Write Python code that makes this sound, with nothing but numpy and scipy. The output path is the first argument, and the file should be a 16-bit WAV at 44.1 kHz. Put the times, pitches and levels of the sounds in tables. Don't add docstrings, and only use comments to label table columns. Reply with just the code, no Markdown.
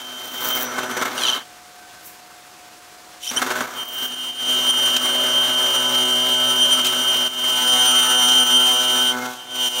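import sys
import numpy as np
from scipy import signal
from scipy.fft import rfft, irfft
from scipy.io import wavfile
from scipy.ndimage import uniform_filter1d

SR = 44100
rng = np.random.default_rng(int(sys.argv[2]) if len(sys.argv) > 2 else 0)


def to_linear_factor(level_db):
    exponent = np.asarray(level_db, float) / 20
    return 10 ** exponent


def master(y):
    cut = np.clip(np.atleast_2d(y).T, -1, 1)
    pcm = np.round(cut * 32767)
    wavfile.write(sys.argv[1], SR, pcm.astype(np.int16))


N = 432180
TIME_S = np.arange(N) / SR
GRID_HZ = 125

# time_s, bed_db, cutting_hiss_db
WORK_RUNS = [
    [(0.0, -40, -42), (.31, -38, -40), (.46, -28, -33), (.62, -27.5, -32.5), (.69, -28.5, -39.5),
     (1.12, -27.5, -38), (1.2, -25.5, -32), (1.36, -27.5, -34.5), (1.43, -41, -52)],
    [(3.2, -56, -50), (3.23, -61, -36.5), (3.36, -27, -34), (3.66, -25.5, -35.5), (3.84, -34, -40.5),
     (4.05, -35, -37.5), (4.38, -39, -39), (4.5, -30.5, -30.5), (5.15, -26.5, -31), (7.5, -28, -30.5),
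     (7.75, -25, -28), (8.4, -24.5, -27), (9.09, -27, -30.5), (9.14, -25, -37), (9.28, -27, -35.5),
     (9.37, -40, -43.5), (9.46, -42.5, -51.5), (9.6, -31.5, -30.5), (9.8, -29.5, -28.5)],
]
# time_s, repeat_8ms_share, repeat_16ms_share, drone_in_bed_db
STEADINESS = [(1.1, 0.15, 0.11, -6), (1.25, 0.1, 0.1, -12), (3.7, 0.14, 0.21, -8), (5.85, 0.08, 0.33, -3),
              (6.0, 0.15, 1, -2), (6.4, 0, 1, -1.5), (6.8, 0.03, 0.05, -4), (7.45, 0.01, 0.04, -2.5),
              (7.7, 0.69, 0.52, -2.5), (9.1, 0.54, 0.3, -1)]
# start_s, end_s, over_hiss_db, lower_line_db, fall_db_per_s, near_9khz_db
WHINE_STRETCHES = [(0.0, 0.57, 5, -16, 95, -10), (3.79, 9.116, 11, -8.5, 602, 7),
                   (9.4, 9.9, 9, -8.5, 600, 5)]
# pitch_hz, level_re_whine_db, steady_gain_db
WHINE_CLUSTERS = [(3000, -25, 2), (3375, -22, 0), (3625, -21, 1), (4688, -26, -4), (5876, -14, 3),
                  (6001, -27, 17), (6125, -25, 14), (9001, -27, 8), (9126, -21, 6)]
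# time_s, level_db
WHINE_SWELLS = [(.53, 4.5), (4.7, 5.5), (4.86, 4.5), (5.05, 2.5), (5.76, 3), (6.5, 5), (6.63, 6),
                (6.73, 6.5), (7.1, 4), (7.82, 2.5), (7.89, 3.5), (7.97, 3), (8.39, 3), (8.56, 5), (9.1, 4)]
DRONE_LEVELS = [
    [-51.5, -39.5, -41.5, -50, -39.5, -48.5, -46.5, -43, -52, -59, -68, -40],
    [-54, -38.5, -42.5, -40.5, -41.5, -37, -37.5, -40, -45, -51, -38.5, -34],
]
# start_s, end_s, pitch_hz, level_re_bed_db
PASSING_LINES = [(.45, 1.0, 5884, -17), (.52, 1.0, 6008, -19), (.72, 1.0, 3130, -15),
                 (4.601, 7.28, 562.6, -15), (9.11, 9.33, 2140, -18), (9.41, 9.69, 3500, -12),
                 (4.5, 9.3, 1313, -13)]
# pitch_hz, width_hz, level_db
BLANK_MODES = [(246, 30, 3), (1314, 35, 2), (1535, 59, 2), (2140, 29, 6)]
# pitch_hz, width_hz, level_db
CASING_MODES = [(3100, 110, 1), (3750, 500, -17), (5820, 220, -2), (8950, 600, -9)]
# frequency_hz, level_db_per_hz
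RUMBLE_SPECTRUM = [(40, -26), (180, -13.5), (250, -4), (700, -0.5), (1400, 2.5), (1900, -4), (3100, -17),
                   (4500, -13)]
HISS_SPECTRUM = [(2000, 5.5), (3600, 14.5), (4600, 2.5), (5900, 12), (9000, 2), (12500, 4), (16800, -10)]
SPRAY_SPECTRUM = [(11000, -22), (12500, -7), (14200, 23), (16800, -5)]
ROOM_SPECTRUM = [(30, -13), (200, -7.5), (1200, -2), (2000, -6), (6600, -10), (16800, -21)]
# time_s, peak_db
GOUGE_KNOCKS = [(0.78, -11), (0.829, -13), (0.909, -12), (0.966, -8), (1.012, -6), (1.052, -9.5),
                (3.313, -12), (3.417, -6.5), (3.464, -11), (3.504, -8), (3.554, -14), (3.606, -13)]
# time_s, peak_db
CHIP_SNAPS = [(4.9644, -5), (6.8458, -8), (6.8654, -8)]
KNOCK_TIME_CONSTANTS = (0.0061, 0.0048)
# start_s, end_s, level_db
TICK_BURSTS = [(0.477, 0.643, -27), (3.848, 4.073, -36.5)]
# time_s, depth_db
LEVEL_DIPS = [(.3, 3), (3.663, 8.5), (3.842, 10), (4.068, 6.5), (4.15, 6.5), (4.315, 7), (4.714, 4.5),
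              (4.975, 5), (6.82, 4.5), (7.286, 12), (8.439, 4.5), (9.69, 7.5)]
# time_s, slot_rate_hz, level_db
SLOT_GLIDES = [
    [(1.171, 968, -43), (1.179, 935, -15.5), (1.247, 780, -12.5), (1.292, 618, -11.5), (1.365, 429, -23),
     (1.44, 291, -45)],
    [(3.21, 234, -50), (3.228, 309, -28), (3.3, 647, -19.5), (3.345, 850, -39), (3.372, 998, -15.5),
     (3.4, 1130, -30)],
]
# between_thirds_db, casing_above_5khz_db, rubbing_noise_db
SLOT_COLOURS = [(-1, -14, 6), (-18, 2, 3)]
# pitch_hz, level_db
HUM_TONES = [(722.6, -50.5), (318, -64.5), (1533, -60.5)]
# time_s, level_db
AIR_PUFF = [(2.0, -78), (2.062, -38.5), (2.2, -71)]


def rms_one(x):
    return x / np.sqrt(np.mean(x ** 2) + 1e-20)


def in_time(rows):
    s, *columns = np.transpose(rows)
    return [np.interp(TIME_S, s, column) for column in columns]


def only_during(rows):
    return (TIME_S >= rows[0][0]) & (TIME_S <= rows[-1][0])


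def held(start_s, end_s, rise_db_per_s, fall_db_per_s):
    rise_db = (TIME_S - start_s) * rise_db_per_s
    fall_db = (end_s - TIME_S) * fall_db_per_s
    return np.minimum(0, np.minimum(rise_db, fall_db))


def drift(rate_hz):
    r = np.exp(-80 * np.pi * rate_hz / SR)
    noise = rng.standard_normal(N // 40 + 2002)
    slow = signal.lfilter([1], [1, -2 * r, r * r], noise)[2000:]
    return np.interp(np.arange(N) / 40, np.arange(len(slow)), rms_one(slow))


def tone(hz, waver_hz, waver_db, rate_hz):
    phase = 2 * np.pi * np.cumsum(hz + waver_hz * drift(rate_hz)) / SR + rng.uniform(0, 2 * np.pi)
    return np.sqrt(2) * np.sin(phase) * to_linear_factor(waver_db * drift(rate_hz))


def repeating(period_s, keep):
    hz = np.fft.rfftfreq(N, 1 / SR)
    keep = keep / (1 + (hz / 16000) ** 2)
    comb = np.sqrt(1 - keep ** 2) / (1 - keep * np.exp(-2j * np.pi * hz * period_s))
    return rms_one(irfft(rfft(rng.standard_normal(N)) * comb, N))


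def coloured(noises, spectrum, patchy_db, together):
    hz, db = np.transpose(spectrum)
    edges = np.geomspace(hz[0], hz[-1], int(3 * np.log2(hz[-1] / hz[0])) + 2)
    out = 0
    for k, (low, high) in enumerate(zip(edges, edges[1:])):
        band_pass = signal.butter(2, [low, high], "band", fs=SR, output="sos")
        band = signal.sosfilt(band_pass, noises[k % 2])
        level_db = np.interp(np.log(low * high) / 2, np.log(hz), db)
        flicker_db = patchy_db * (together + 0.5 * drift(8.8))
        out = out + band * to_linear_factor(level_db + flicker_db)
    return rms_one(out)


def resonate(x, modes, upper_db=0):
    out = 0
    for hz, width_hz, db in modes:
        r = np.exp(-np.pi * width_hz / SR)
        zeros = [(1 - r * r) / 2, 0, (r * r - 1) / 2]
        poles = [1, -2 * r * np.cos(2 * np.pi * hz / SR), r * r]
        out = out + to_linear_factor(db + upper_db * (hz > 5000)) * signal.lfilter(zeros, poles, x + 1e-18)
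    return out


def lathe():
    running = only_during(WORK_RUNS[0]) | only_during(WORK_RUNS[1])
    bed_db, hiss_db = in_time(WORK_RUNS[0] + WORK_RUNS[1])
    each_8, each_16, drone_db = in_time(STEADINESS)
    whine_db, motor = motor_whine(hiss_db, each_8)
    flicker, flicker_db = drift(45), 1.7
    bed = bed_sound(each_8, each_16, drone_db, flicker_db, flicker)

    bright = running_noise(each_8, each_16, 0.85)
    rasp = coloured(bright, HISS_SPECTRUM, flicker_db, flicker)
    spray_gain = to_linear_factor(whine_db - 25) + to_linear_factor(hiss_db - 15) + ticking()
    spray = spray_gain * coloured(bright, SPRAY_SPECTRUM, flicker_db, flicker)
    caught = gouge_and_chips(bed, rasp)
    rasp = rasp + 0.7 * resonate(rasp, CASING_MODES, 5.0)

    cutting = motor + to_linear_factor(bed_db) * (bed + passing_lines()) + to_linear_factor(hiss_db) * rasp + spray
    return running * (to_linear_factor(dips_db()) * cutting + caught)


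def motor_whine(hiss_db, each_8):
    gates_db = np.array([over_db + held(start_s, end_s, 300, fall_db_per_s)
                         for start_s, end_s, over_db, _, fall_db_per_s, _ in WHINE_STRETCHES])
    whine_db = hiss_db + gates_db.max(0)
    lower_db, top_db = np.array(WHINE_STRETCHES)[gates_db.argmax(0)][:, [3, 5]].T
    swell_s = 0.018
    swell_db = sum(db * np.exp(-((TIME_S - s) / swell_s) ** 2 / 2) for s, db in WHINE_SWELLS)
    steady = np.maximum(each_8, swell_db / 10)
    lines = whine(lower_db - swell_db, steady, top_db, swell_db)
    return whine_db, to_linear_factor(whine_db + swell_db) * lines


def whine(lower_db, steady, top_db, swell_db):
    main_hz, lower_hz, cluster_gain_db = 3126, 2876, -4
    effort = drift(9)
    bend = 1 + 0.0015 * effort + 0.0006 * swell_db
    main = to_linear_factor(effort) * tone(main_hz * bend, 2, 1, 15)
    lower = to_linear_factor(lower_db) * tone(lower_hz * bend, 1, 1.4, 15)
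    clusters = 0
    for hz, db, gain_db in WHINE_CLUSTERS:
        level_db = db + gain_db * steady + top_db * (hz > 8000)
        clusters = clusters + to_linear_factor(level_db) * tone(hz * np.sqrt(bend), hz / 2500, 1.5, 18)
    return main + lower + to_linear_factor(cluster_gain_db + 1.5 * drift(22)) * clusters


def bed_sound(each_8, each_16, drone_db, flicker_db, flicker):
    rumble = coloured(running_noise(each_8, each_16, 0.79), RUMBLE_SPECTRUM, flicker_db, flicker)
    rumble = rms_one(rumble + resonate(rumble, BLANK_MODES))
    share = np.clip(to_linear_factor(drone_db), 0, 0.95)
    return share * drone(each_8) + np.sqrt(1 - share ** 2) * rumble


def drone(each_8):
    phase = 2 * np.pi * np.cumsum(GRID_HZ + 0.244 * drift(5.4)) / SR
    steady = np.clip(each_8 / 0.6, 0, 1)
    locked = 0
    for k, (rough_db, steady_db) in enumerate(zip(*DRONE_LEVELS), start=1):
        level_db = rough_db + (steady_db - rough_db) * steady + 2.0 * drift(10.0)
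        locked = locked + to_linear_factor(level_db) * np.cos(k * phase + 0.63 * drift(4.3))
    return -locked / np.sqrt(uniform_filter1d(locked ** 2, size=SR))


def running_noise(each_8, each_16, reach):
    short = np.clip(reach * each_8, 0, 0.95)
    long = np.clip(reach * each_16, 0, 0.95)
    fresh = np.clip(1 - short - long, 0, 1)
    return [np.sqrt(short) * repeating(1 / GRID_HZ, 0.9)
            + np.sqrt(long) * repeating(2 / GRID_HZ, 0.92)
            + np.sqrt(fresh) * rng.standard_normal(N) for _ in range(2)]


def passing_lines():
    return sum(to_linear_factor(db + held(start_s, end_s, 300, 300)) * tone(hz, 4.04, 4.2, 11.7)
               for start_s, end_s, hz, db in PASSING_LINES)


def gouge_and_chips(bed, rasp):
    caught = knocks(GOUGE_KNOCKS) * (0.19 * bed + 0.078 * rasp) + knocks(CHIP_SNAPS) * 0.18 * rasp
    return signal.sosfilt(signal.butter(2, 110, "high", fs=SR, output="sos"), caught)


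def knocks(events):
    out = np.zeros(N)
    for s, peak_db in events:
        second = int(s > WORK_RUNS[1][0][0])
        age = np.clip((TIME_S - s) / KNOCK_TIME_CONSTANTS[second], -1, 30)
        age = (age + 0.6 * second) * (age >= 0)
        out += to_linear_factor(peak_db) * age * np.exp(1 - age)
    return out


def ticking():
    decay_s, spread_db, floor = 0.00045, 4, 0.052
    cycles = TIME_S * GRID_HZ
    strengths = to_linear_factor(spread_db * rng.standard_normal(int(cycles[-1]) + 1))
    strength = strengths[cycles.astype(int)]
    ticks = rms_one(floor + strength * np.exp(-(cycles % 1) / GRID_HZ / decay_s))
    return ticks * sum(to_linear_factor(db + held(start_s, end_s, 92, 1000)) for start_s, end_s, db in TICK_BURSTS)


def dips_db():
    fall_db_per_s, recovery_db_per_s = 1500, 70
    return -sum(np.clip(depth_db + held(s, s, fall_db_per_s, recovery_db_per_s), 0, None)
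                for s, depth_db in LEVEL_DIPS)


def slot_tone():
    bursts = (np.arange(N) // (SR / GRID_HZ)).astype(int)
    pulse = 1 - 0.55 * np.cos(2 * np.pi * GRID_HZ * TIME_S)
    out = 0
    for rows, (between_db, upper_db, rub_db) in zip(SLOT_GLIDES, SLOT_COLOURS):
        hz, level_db = in_time(rows)
        phase = 2 * np.pi * np.cumsum(hz * (1 + 0.012 * drift(85))) / SR
        thirds, between = np.zeros(N), np.zeros(N)
        for k in range(3, 12):
            burst_phase = rng.uniform(0, 2 * np.pi, N)[bursts]
            partial = np.sin(k * phase + burst_phase) * to_linear_factor(3 * drift(60))
            if k % 3 == 0:
                thirds += partial
            else:
                between += partial
        burst = to_linear_factor(1.5 * rng.standard_normal(N)[bursts]) * pulse
        gain = burst * to_linear_factor(level_db) * only_during(rows)
        source = thirds + to_linear_factor(between_db) * between + to_linear_factor(rub_db) * rng.standard_normal(N)
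        out = out + resonate(source * gain, CASING_MODES, upper_db) + to_linear_factor(-29) * thirds * gain
    return signal.sosfilt(signal.butter(6, 2650, "high", fs=SR, output="sos"), out)


def workshop():
    room_db = -44
    white = rng.standard_normal((2, N))
    (firm_hz, firm_db), *faint = HUM_TONES
    hum = to_linear_factor(firm_db) * tone(firm_hz, 1.2, 1, 5)
    hum = hum + sum(to_linear_factor(db) * tone(hz, hz / 120, 4, 5) for hz, db in faint)
    puff_noise = coloured(white[::-1], [(6000, -12), (12500, -4), (15800, 1)], 0, 0)
    puff = to_linear_factor(in_time(AIR_PUFF)[0]) * only_during(AIR_PUFF) * puff_noise
    return to_linear_factor(room_db) * coloured(white, ROOM_SPECTRUM, 0.86, drift(35)) + hum + puff


def scene():
    return (lathe() + slot_tone() + workshop())[None]


def top_cut(x):
    return signal.sosfilt(signal.butter(12, 16300, fs=SR, output="sos"), x)


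def record(dry):
    cutoff_hz, ripple_db, stop_db = 15750, 1, 60
    low_pass = signal.ellip(10, ripple_db, stop_db, cutoff_hz, fs=SR, output="sos")
    mix = signal.sosfilt(low_pass, dry)
    return top_cut(mix)


dry = scene()
out = record(dry)
master(out)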